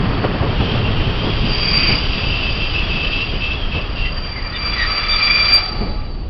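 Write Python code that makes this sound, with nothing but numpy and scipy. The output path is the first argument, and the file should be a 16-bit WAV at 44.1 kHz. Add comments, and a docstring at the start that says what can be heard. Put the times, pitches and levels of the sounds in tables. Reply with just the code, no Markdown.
"""At an open carriage window, as a passenger train brakes on curved track.
Stick-slip friction drives one wheel mode into a squeal, hoarse at speed and purer at a crawl.
The brake blocks grind twice, and the flanges scrape and chirp against the rail.
Rail joints thump under the bogies, the rolling rumble fades with the speed, and wind buffets."""
import sys
import numpy as np
from scipy import signal
from scipy.fft import rfft, irfft, next_fast_len
from scipy.io import wavfile

SR = 44100
rng = np.random.default_rng(int(sys.argv[2]) if len(sys.argv) > 2 else 0)


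def unload_audio(sound):
    """Save the sound as a 16-bit wav file, at the path given as the first command line argument."""
    columns = np.transpose(np.atleast_2d(sound))
    # keep every value between -1 and 1, then stretch to whole-number steps
    steps = np.round(np.clip(columns, -1, 1) * 32767)
    wavfile.write(sys.argv[1], SR, steps.astype(np.int16))


N = 277589
TIME = np.arange(N) / SR


def gain_of(db):
    """Amplitude ratio of a level in decibels."""
    return 10 ** (np.asarray(db) / 20)


def unit_rms(x):
    """Normalisation to rms 1."""
    return x / np.sqrt(np.mean(abs(x) ** 2) + 1e-20)


def follow(rows, column=1):
    """Linear interpolation of one column over time."""
    rows = np.asarray(rows, float)
    return np.interp(TIME, rows[:, 0], rows[:, column])


def gate(rows, fade=0.028):
    """A window: one while a curve lasts, fading to zero outside it."""
    return np.clip(1 + np.minimum(TIME - rows[0][0], rows[-1][0] - TIME) / fade, 0, 1)


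def burst(start, length, attack_s, release_s):
    """An envelope: linear rise, hold until the length is over, exponential decay."""
    age = TIME - start
    return np.clip(age / attack_s, 0, 1) * np.exp(-np.maximum(age - length, 0) / release_s)


def noise(spectrum):
    """Spectral shaping of white noise by (f/Hz, level/dB) points."""
    size = next_fast_len(N)
    hz, db = np.transpose(spectrum)
    shape_db = np.interp(np.log(np.fft.rfftfreq(size, 1 / SR) + 1), np.log(hz), db)
    return unit_rms(irfft(rfft(rng.standard_normal(size)) * gain_of(shape_db), size)[:N])


def flutter(width_hz, order=2):
    """Random excitation: the wandering complex amplitude of a mode under friction."""
    size, step = 2 ** 14, 32
    hz = np.fft.fftfreq(size, step / SR)
    force = rng.standard_normal(size) + 1j * rng.standard_normal(size)
    swing = np.fft.ifft(force / (1 + 2j * hz / width_hz) / (1 + .5j * hz / width_hz) ** (order - 1))
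    return unit_rms(np.interp(np.arange(N) / step, np.arange(size), swing))


def waver(width_hz):
    """Slow random modulation of rms 1."""
    return unit_rms(flutter(width_hz, order=3).real)


def ring(hz, amplitude):
    """Modal vibration: a carrier of fixed or moving frequency times a complex amplitude."""
    return np.sqrt(2) * (amplitude * np.exp(2j * np.pi * np.cumsum(hz * np.ones(N)) / SR)).real


def saturated(swing, knee):
    """Saturation: stick-slip limits a mode's swing, so its level steadies while its phase drifts."""
    return unit_rms(swing / np.sqrt(knee ** 2 + abs(swing) ** 2))


# Envelope of the sustained squeal: t/s, level/dB
SQUEAL_LEVEL = [(1.2, -45), (1.46, -38.5), (1.5, -30), (1.75, -22), (1.97, -23.5), (2.04, -35), (2.8, -38),
                (3.3, -39.5), (3.65, -50), (4.18, -34.5), (4.5, -34.5), (4.66, -28.5), (5.05, -28),
                (5.2, -20), (5.52, -19.5), (5.62, -26.5), (5.85, -38), (6.29, -57)]
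# Its tone: t/s, f/Hz, hoarseness (0 to 1)
SQUEAL_TONE = [(1.2, 4740, .9), (1.85, 4712, .6), (2.1, 4742, .75), (3.6, 4745, .6), (4.2, 4712, .2),
               (4.7, 4708, .04), (5.1, 4712, .008), (5.5, 4714, .001), (6.29, 4710, .004)]
# Flares as the wheel bites: t/s, duration/s, level/dB
BITES = [(1.755, .022, -16.5), (1.875, .028, -18), (4.645, .025, -21.5), (4.895, .033, -20),
         (4.96, .022, -17), (5.08, .045, -17.5), (5.222, .035, -15.5), (5.29, .03, -16.5),
         (5.428, .035, -17), (5.516, .048, -8.2)]


def squeal(beat_hz=20, drift_hz=5, second_db=-5, sizzle_db=0.5, stutter_hz=36):
    """Self-excited oscillation: the modes of two wheels beat; in a bite one wheel takes over."""
    pitch, hoarse = follow(SQUEAL_TONE, column=1), follow(SQUEAL_TONE, column=2)
    clean = ring(pitch + drift_hz * waver(25), 1)
    rough = ring(pitch, saturated(flutter(90), knee=1.2))
    first = np.sqrt(1 - hoarse) * clean + np.sqrt(hoarse) * rough
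    second = gain_of(second_db) * ring(pitch - beat_hz, saturated(flutter(22, order=3), knee=.8))
    sizzle = gain_of(sizzle_db) * hoarse * ring(pitch + 55, flutter(190))
    # the contact grips and lets go while the two wheels compete
    stutter = 1 + .25 * ring(stutter_hz + 9 * waver(14), 1)
    envelope = gain_of(follow(SQUEAL_LEVEL)) * gate(SQUEAL_LEVEL)
    tone = envelope * stutter * (first + second)
    for start, length, db in BITES:
        bite = burst(start, length, attack_s=.02, release_s=.012)
        tone = (1 - bite) * tone + bite * gain_of(db) * first
    return tone + envelope * sizzle


# Bursts of the lower squeal: t/s, duration/s, level/dB
LOW_SQUEALS = [(5.148, .26, -21.5), (5.451, 0.09, -20)]


def low_squeal(hz=2364, wander_hz=22, rasp_db=-7):
    """Lock-in: at the hardest braking a second mode rasps about an octave under the main squeal."""
    swing = saturated(flutter(50, order=3), knee=1.0) + gain_of(rasp_db) * flutter(160)
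    envelope = sum(gain_of(db) * burst(start, length, attack_s=.086, release_s=.04)
                   for start, length, db in LOW_SQUEALS)
    return envelope * ring(hz + wander_hz * waver(13.94), swing)


# Grip of the brake blocks in each application: t/s, level/dB
FIRST_GRIP = [(1.45, -38), (1.68, -28), (1.78, -21.5), (1.935, -21.5), (1.97, -36), (2.04, -42)]
LAST_GRIP = [(4.25, -38.5), (4.5, -37.5), (4.68, -28), (5.08, -24.5), (5.27, -20), (5.56, -22.5),
             (5.66, -34), (5.92, -42), (6.1, -53)]
# Spectrum of their grinding: f/Hz, level/dB
GRIND_SPECTRUM = [(200, -5.5), (500, -5), (950, -5.5), (1200, 5), (1550, -2.5), (2050, 1), (2500, 2),
                  (3000, -0.5), (3700, -11), (4300, -10), (5000, -20), (5700, -23.5), (6300, -36.5)]


def brake(grip, hiss_db, tone_db, hz, width_hz, grit_db=1.45, knee_db=-27):
    """Sliding friction: blocks on the treads excite a grainy hiss and one wheel mode."""
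    grip_db = follow(grip)
    rub_db = grip_db - .5 * np.maximum(grip_db - knee_db, 0)  # the hiss grows less under a hard grip
    hiss = gain_of(rub_db + hiss_db + grit_db * waver(90)) * noise(GRIND_SPECTRUM)
    tone = gain_of(grip_db + tone_db) * ring(hz, flutter(width_hz, order=3))
    return gate(grip) * (hiss + tone)


# Wheel modes under the blocks: f/Hz, level/dB re the grip, bandwidth/Hz, lag/s
WHEEL_MODES = [(613, -17.5, 110, .05), (1174, -11, 17, 0.13), (1291, -9.5, 14, .03), (1415, -20.5, 45, .03),
               (1780, -18.5, 220, .01), (2290, -21, 36, .02), (2550, -29, 82, 0.11), (3410, -11.5, 25, .02),
               (3500, -15.5, 38, 0.035), (3960, -21.5, 35, 0.17), (4080, -16.5, 45, 0.022),
               (4524, -13.5, 6, 0.15), (4760, -12, 130, .02), (5280, -26, 80, .05)]


def wheel_modes(shift_db=2):
    """Resonance: each mode lags behind the last grip and swells at random as the contact shifts."""
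    power = (gain_of(follow(LAST_GRIP)) * gate(LAST_GRIP)) ** 2
    out = np.zeros(N)
    for hz, db, width, lag in WHEEL_MODES:
        retained = np.exp(-1 / (lag * SR))
        swell = np.sqrt(signal.lfilter([1 - retained], [1, -retained], power))
        out += gain_of(db + shift_db * waver(2.7)) * swell * ring(hz, flutter(width))
    return out


# Groans just before the stop: t/s, duration/s, level/dB, f/Hz, bandwidth/Hz
GROANS = [(5.46, 0.2, -35.5, 745, 17), (5.52, 0.32, -37, 843, 8.2), (5.4, 0.072, -32, 1265, 120)]


def groans():
    """Forced vibration: at a crawl the blocks drag on the low modes of the wheels."""
    return sum(gain_of(db) * burst(start, length, attack_s=.061, release_s=.14) * ring(hz, flutter(width))
               for start, length, db, hz, width in GROANS)


# Scrape of the flanges pressing on the rail in the curve: t/s, level/dB
SCRAPE_LEVEL = [(0, -38), (.37, -39.5), (.66, -28), (.85, -31.5), (1.85, -25.5), (2.6, -28.5),
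                (3.28, -30.5), (3.85, -36), (4.3, -40.5)]
# Its spectrum: f/Hz, level/dB
SCRAPE_SPECTRUM = [(1200, -31), (2200, -11.5), (2500, -2.5), (2750, 0.5), (3250, -4), (3600, -8.5),
                   (4300, -14), (4700, -13), (5100, -18), (5600, -22), (6300, -52)]
# A flange catches and sings: t/s, duration/s, level/dB, f/Hz
CATCHES = [(2.123, 0.22, -30, 2650), (2.31, 0.068, -24, 2717), (2.417, 0.064, -23.5, 2640),
           (2.585, 0.063, -25, 2667), (2.729, 0.077, -23.5, 2620), (2.88, 0.19, -25, 2624),
           (3.1, 0.13, -24, 2660), (3.4, 0.072, -23.5, 2664), (3.495, 0.041, -24.5, 2658),
           (3.71, 0.077, -24.5, 2640), (3.951, 0.12, -27, 2757)]


def flanges(whine_hz=3134, wander_hz=110, whine_db=-5, catch_scrape_db=-6, grit_db=1.0):
    """Flange friction: a gritty scrape and whine, which swell at each catch while one mode sings."""
    rub = noise(SCRAPE_SPECTRUM)
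    whine = gain_of(whine_db) * ring(whine_hz + wander_hz * waver(10), flutter(65, order=3))
    drift_hz = 20 * waver(12)
    swing = saturated(flutter(60, order=3), knee=1.0)
    press = gain_of(follow(SCRAPE_LEVEL)) * gate(SCRAPE_LEVEL)
    song = np.zeros(N)
    for start, length, db, hz in CATCHES:
        catch = gain_of(db) * burst(start, length, attack_s=.021, release_s=.036)
        song += catch * ring(hz + drift_hz, swing)
        press = np.hypot(press, gain_of(catch_scrape_db) * catch)
    return press * gain_of(grit_db * waver(70)) * (rub + whine) + song


# Flange chirps: t/s at the peak, duration/s, level/dB, f/Hz, second harmonic/dB re the first
CHIRPS = [(.719, .06, -29, 3200, -58), (.863, 0.051, -26, 2710, -55), (.977, 0.044, -28, 2835, -64),
          (1.3, .09, -30, 3340, -64), (3.62, .1, -30.5, 3230, -60), (4.065, 0.052, -31, 2025, -29),
          (4.385, .08, -31, 2065, -24), (4.45, .04, -34, 1874, -34), (4.55, 0.043, -32.5, 1950, -38),
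          (4.562, 0.045, -27.5, 3570, -60), (4.563, .045, -32, 2920, -62), (4.818, .09, -19, 1904, -13),
          (5.135, 0.049, -21, 3530, -74)]


def chirps(sag_hz_per_s=1500, width_hz=98, third_db=-19):
    """Transient slip: a flange sounds a brief falling tone with two harmonic overtones."""
    out = np.zeros(N)
    for peak, length, db, hz, overtone_db in CHIRPS:
        age = np.clip(TIME - peak, -2 * length, 2 * length)
        pitch = hz - sag_hz_per_s * age
        swing = saturated(flutter(width_hz), knee=0.95)
        overtones = ring(2 * pitch, swing ** 2) + gain_of(third_db) * ring(3 * pitch, swing ** 3)
        envelope = gain_of(db) * np.exp(-(2 * age / length) ** 2)
        out += envelope * (ring(pitch, swing) + gain_of(overtone_db) * overtones)
    return out


# Wheels striking rail joints: t/s, level/dB, thud decay time/s, clank/dB re the thud
JOINTS = [(.10, -21, 0.064, -7), (0.241, -11.5, 0.015, 4), (0.418, -16.5, 0.077, -5),
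          (0.599, -16, 0.048, -6.5), (0.744, -17.5, 0.025, -2.5), (1.23, -16.5, 0.055, -8),
          (1.889, -12.5, 0.04, -22), (3.157, -24, 0.045, -14), (3.33, -22.5, 0.061, -21),
          (3.746, -21, 0.073, -11), (5.69, -26, 0.32, -24), (5.806, -21, 0.063, -30)]
# Spectra of the blow: f/Hz, level/dB
THUD_SPECTRUM = [(40, -2), (115, 2.5), (250, -5.5), (450, -8), (800, -17.5), (1300, -27), (2500, -42),
                 (6000, -63)]
CLANK_SPECTRUM = [(200, -21), (450, 5), (750, 2), (1100, -2), (1600, -12.5), (3000, -31), (6000, -47.5)]


def joints(rise_s=0.0022):
    """Impact excitation: each joint shakes the bogie with a dull thud and a shorter clank of steel."""
    thuds, clanks = np.zeros(N), np.zeros(N)
    for start, db, decay, clank_db in JOINTS:
        age = np.maximum(TIME - start, 0)
        blow = gain_of(db) * (1 - np.exp(-age / rise_s)) * np.exp(-age / decay)
        thuds += blow
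        clanks += gain_of(clank_db) * blow * np.exp(-.5 * age / decay)
    return thuds * noise(THUD_SPECTRUM) + clanks * noise(CLANK_SPECTRUM)


# The slowing train: t/s, speed/initial speed
SPEED = [(0, 1), (1.3, 0.75), (2.8, 0.57), (4.3, .34), (5.5, 0.21), (5.85, 0.13), (6.29, 0.053)]
# Spectra of bogie rumble and rail hiss: f/Hz, level/dB
BOGIE_SPECTRUM = [(50, -16), (100, 2), (170, -2.5), (280, -9), (420, -12), (650, -20.5), (1000, -21.5),
                  (2000, -38.5), (5000, -69)]
RAIL_SPECTRUM = [(250, -10.5), (600, 1.5), (930, -1.5), (1170, 2), (1550, -3), (1850, -2.5), (2150, -5.5),
                 (2900, -4.5), (3700, -14.5), (4250, -16.5), (4550, -7.5), (4850, -14.5), (5300, -20.5),
                 (5900, -51)]


def rolling(rumble_db=-18.5, rumble_db_per_decade=34.5, rail_db=-27, rail_db_per_decade=18):
    """Rolling noise: the sound of bogies, body panel, rails and wheel follows power laws of speed."""
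    decades = np.log10(follow(SPEED))
    bogies = noise(BOGIE_SPECTRUM) * gain_of(1.34 * waver(12))
    panel = gain_of(-17) * ring(421, flutter(15))
    rails = gain_of(waver(27)) * noise(RAIL_SPECTRUM)
    wheel = gain_of(-22) * ring(4540, flutter(30))
    rumble = gain_of(rumble_db + rumble_db_per_decade * decades) * (bogies + panel)
    hiss = gain_of(rail_db + rail_db_per_decade * decades) * (rails + wheel)
    return rumble + hiss


# Envelope of the wind: t/s, level/dB
WIND_LEVEL = [(0, -25.5), (.32, -25.5), (.62, -23.5), (2.1, -19), (3.3, -22.5), (3.9, -21), (4.5, -28.5),
              (4.72, -23), (5.0, -26), (5.6, -28), (5.83, -22), (6.29, -24.5)]
# Its spectrum: f/Hz, level/dB
WIND_SPECTRUM = [(5, -23), (18, -5.5), (31, 1), (48, -5.5), (70, -7.5), (120, -22.5), (300, -47),
                 (1000, -83)]


def wind(gusts_db=2.0):
    """Turbulence: gusts buffet the microphone with low-frequency pressure fluctuations."""
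    return gain_of(follow(WIND_LEVEL) + gusts_db * waver(20)) * noise(WIND_SPECTRUM)


# Spectrum of the carriage's own noise: f/Hz, level/dB
CARRIAGE_SPECTRUM = [(60, -1), (110, -3), (250, -9), (420, -12.5), (800, -20.5), (1200, -26.5), (1700, -40),
                     (2100, -36), (2800, -26.5), (3700, -35), (5000, -40.5), (6000, -54.5)]


def carriage(level_db=-32):
    """Stationary noise: the rumble and soft hiss of the carriage that remain at a crawl."""
    return gain_of(level_db) * noise(CARRIAGE_SPECTRUM)


def scene():
    """Superposition: all sources add at one point."""
    # fast turning broadens the mode in the first braking
    first_brake = brake(FIRST_GRIP, hiss_db=-2.5, tone_db=-1.0, hz=2424, width_hz=350)
    last_brake = brake(LAST_GRIP, hiss_db=0.5, tone_db=-3.5, hz=2357, width_hz=30)
    running = rolling() + wind() + carriage() + joints() + flanges() + chirps()
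    braking = first_brake + last_brake + wheel_modes() + groans() + squeal() + low_squeal()
    return (running + braking)[None]


def low_pass(x, hz):
    """Windowed-sinc filtering: a steep cut above hz."""
    return signal.oaconvolve(x, signal.firwin(511, hz, window=("kaiser", 9), fs=SR)[None], "same")


def record(dry, edge_hz=6400, ceiling=.74):
    """Band limiting and clipping: a narrow-band channel just overloads on the loudest squeal."""
    clipped = np.clip(low_pass(dry, edge_hz), -ceiling, ceiling)
    return low_pass(clipped, 15800)


dry = scene()
out = record(dry)
unload_audio(out)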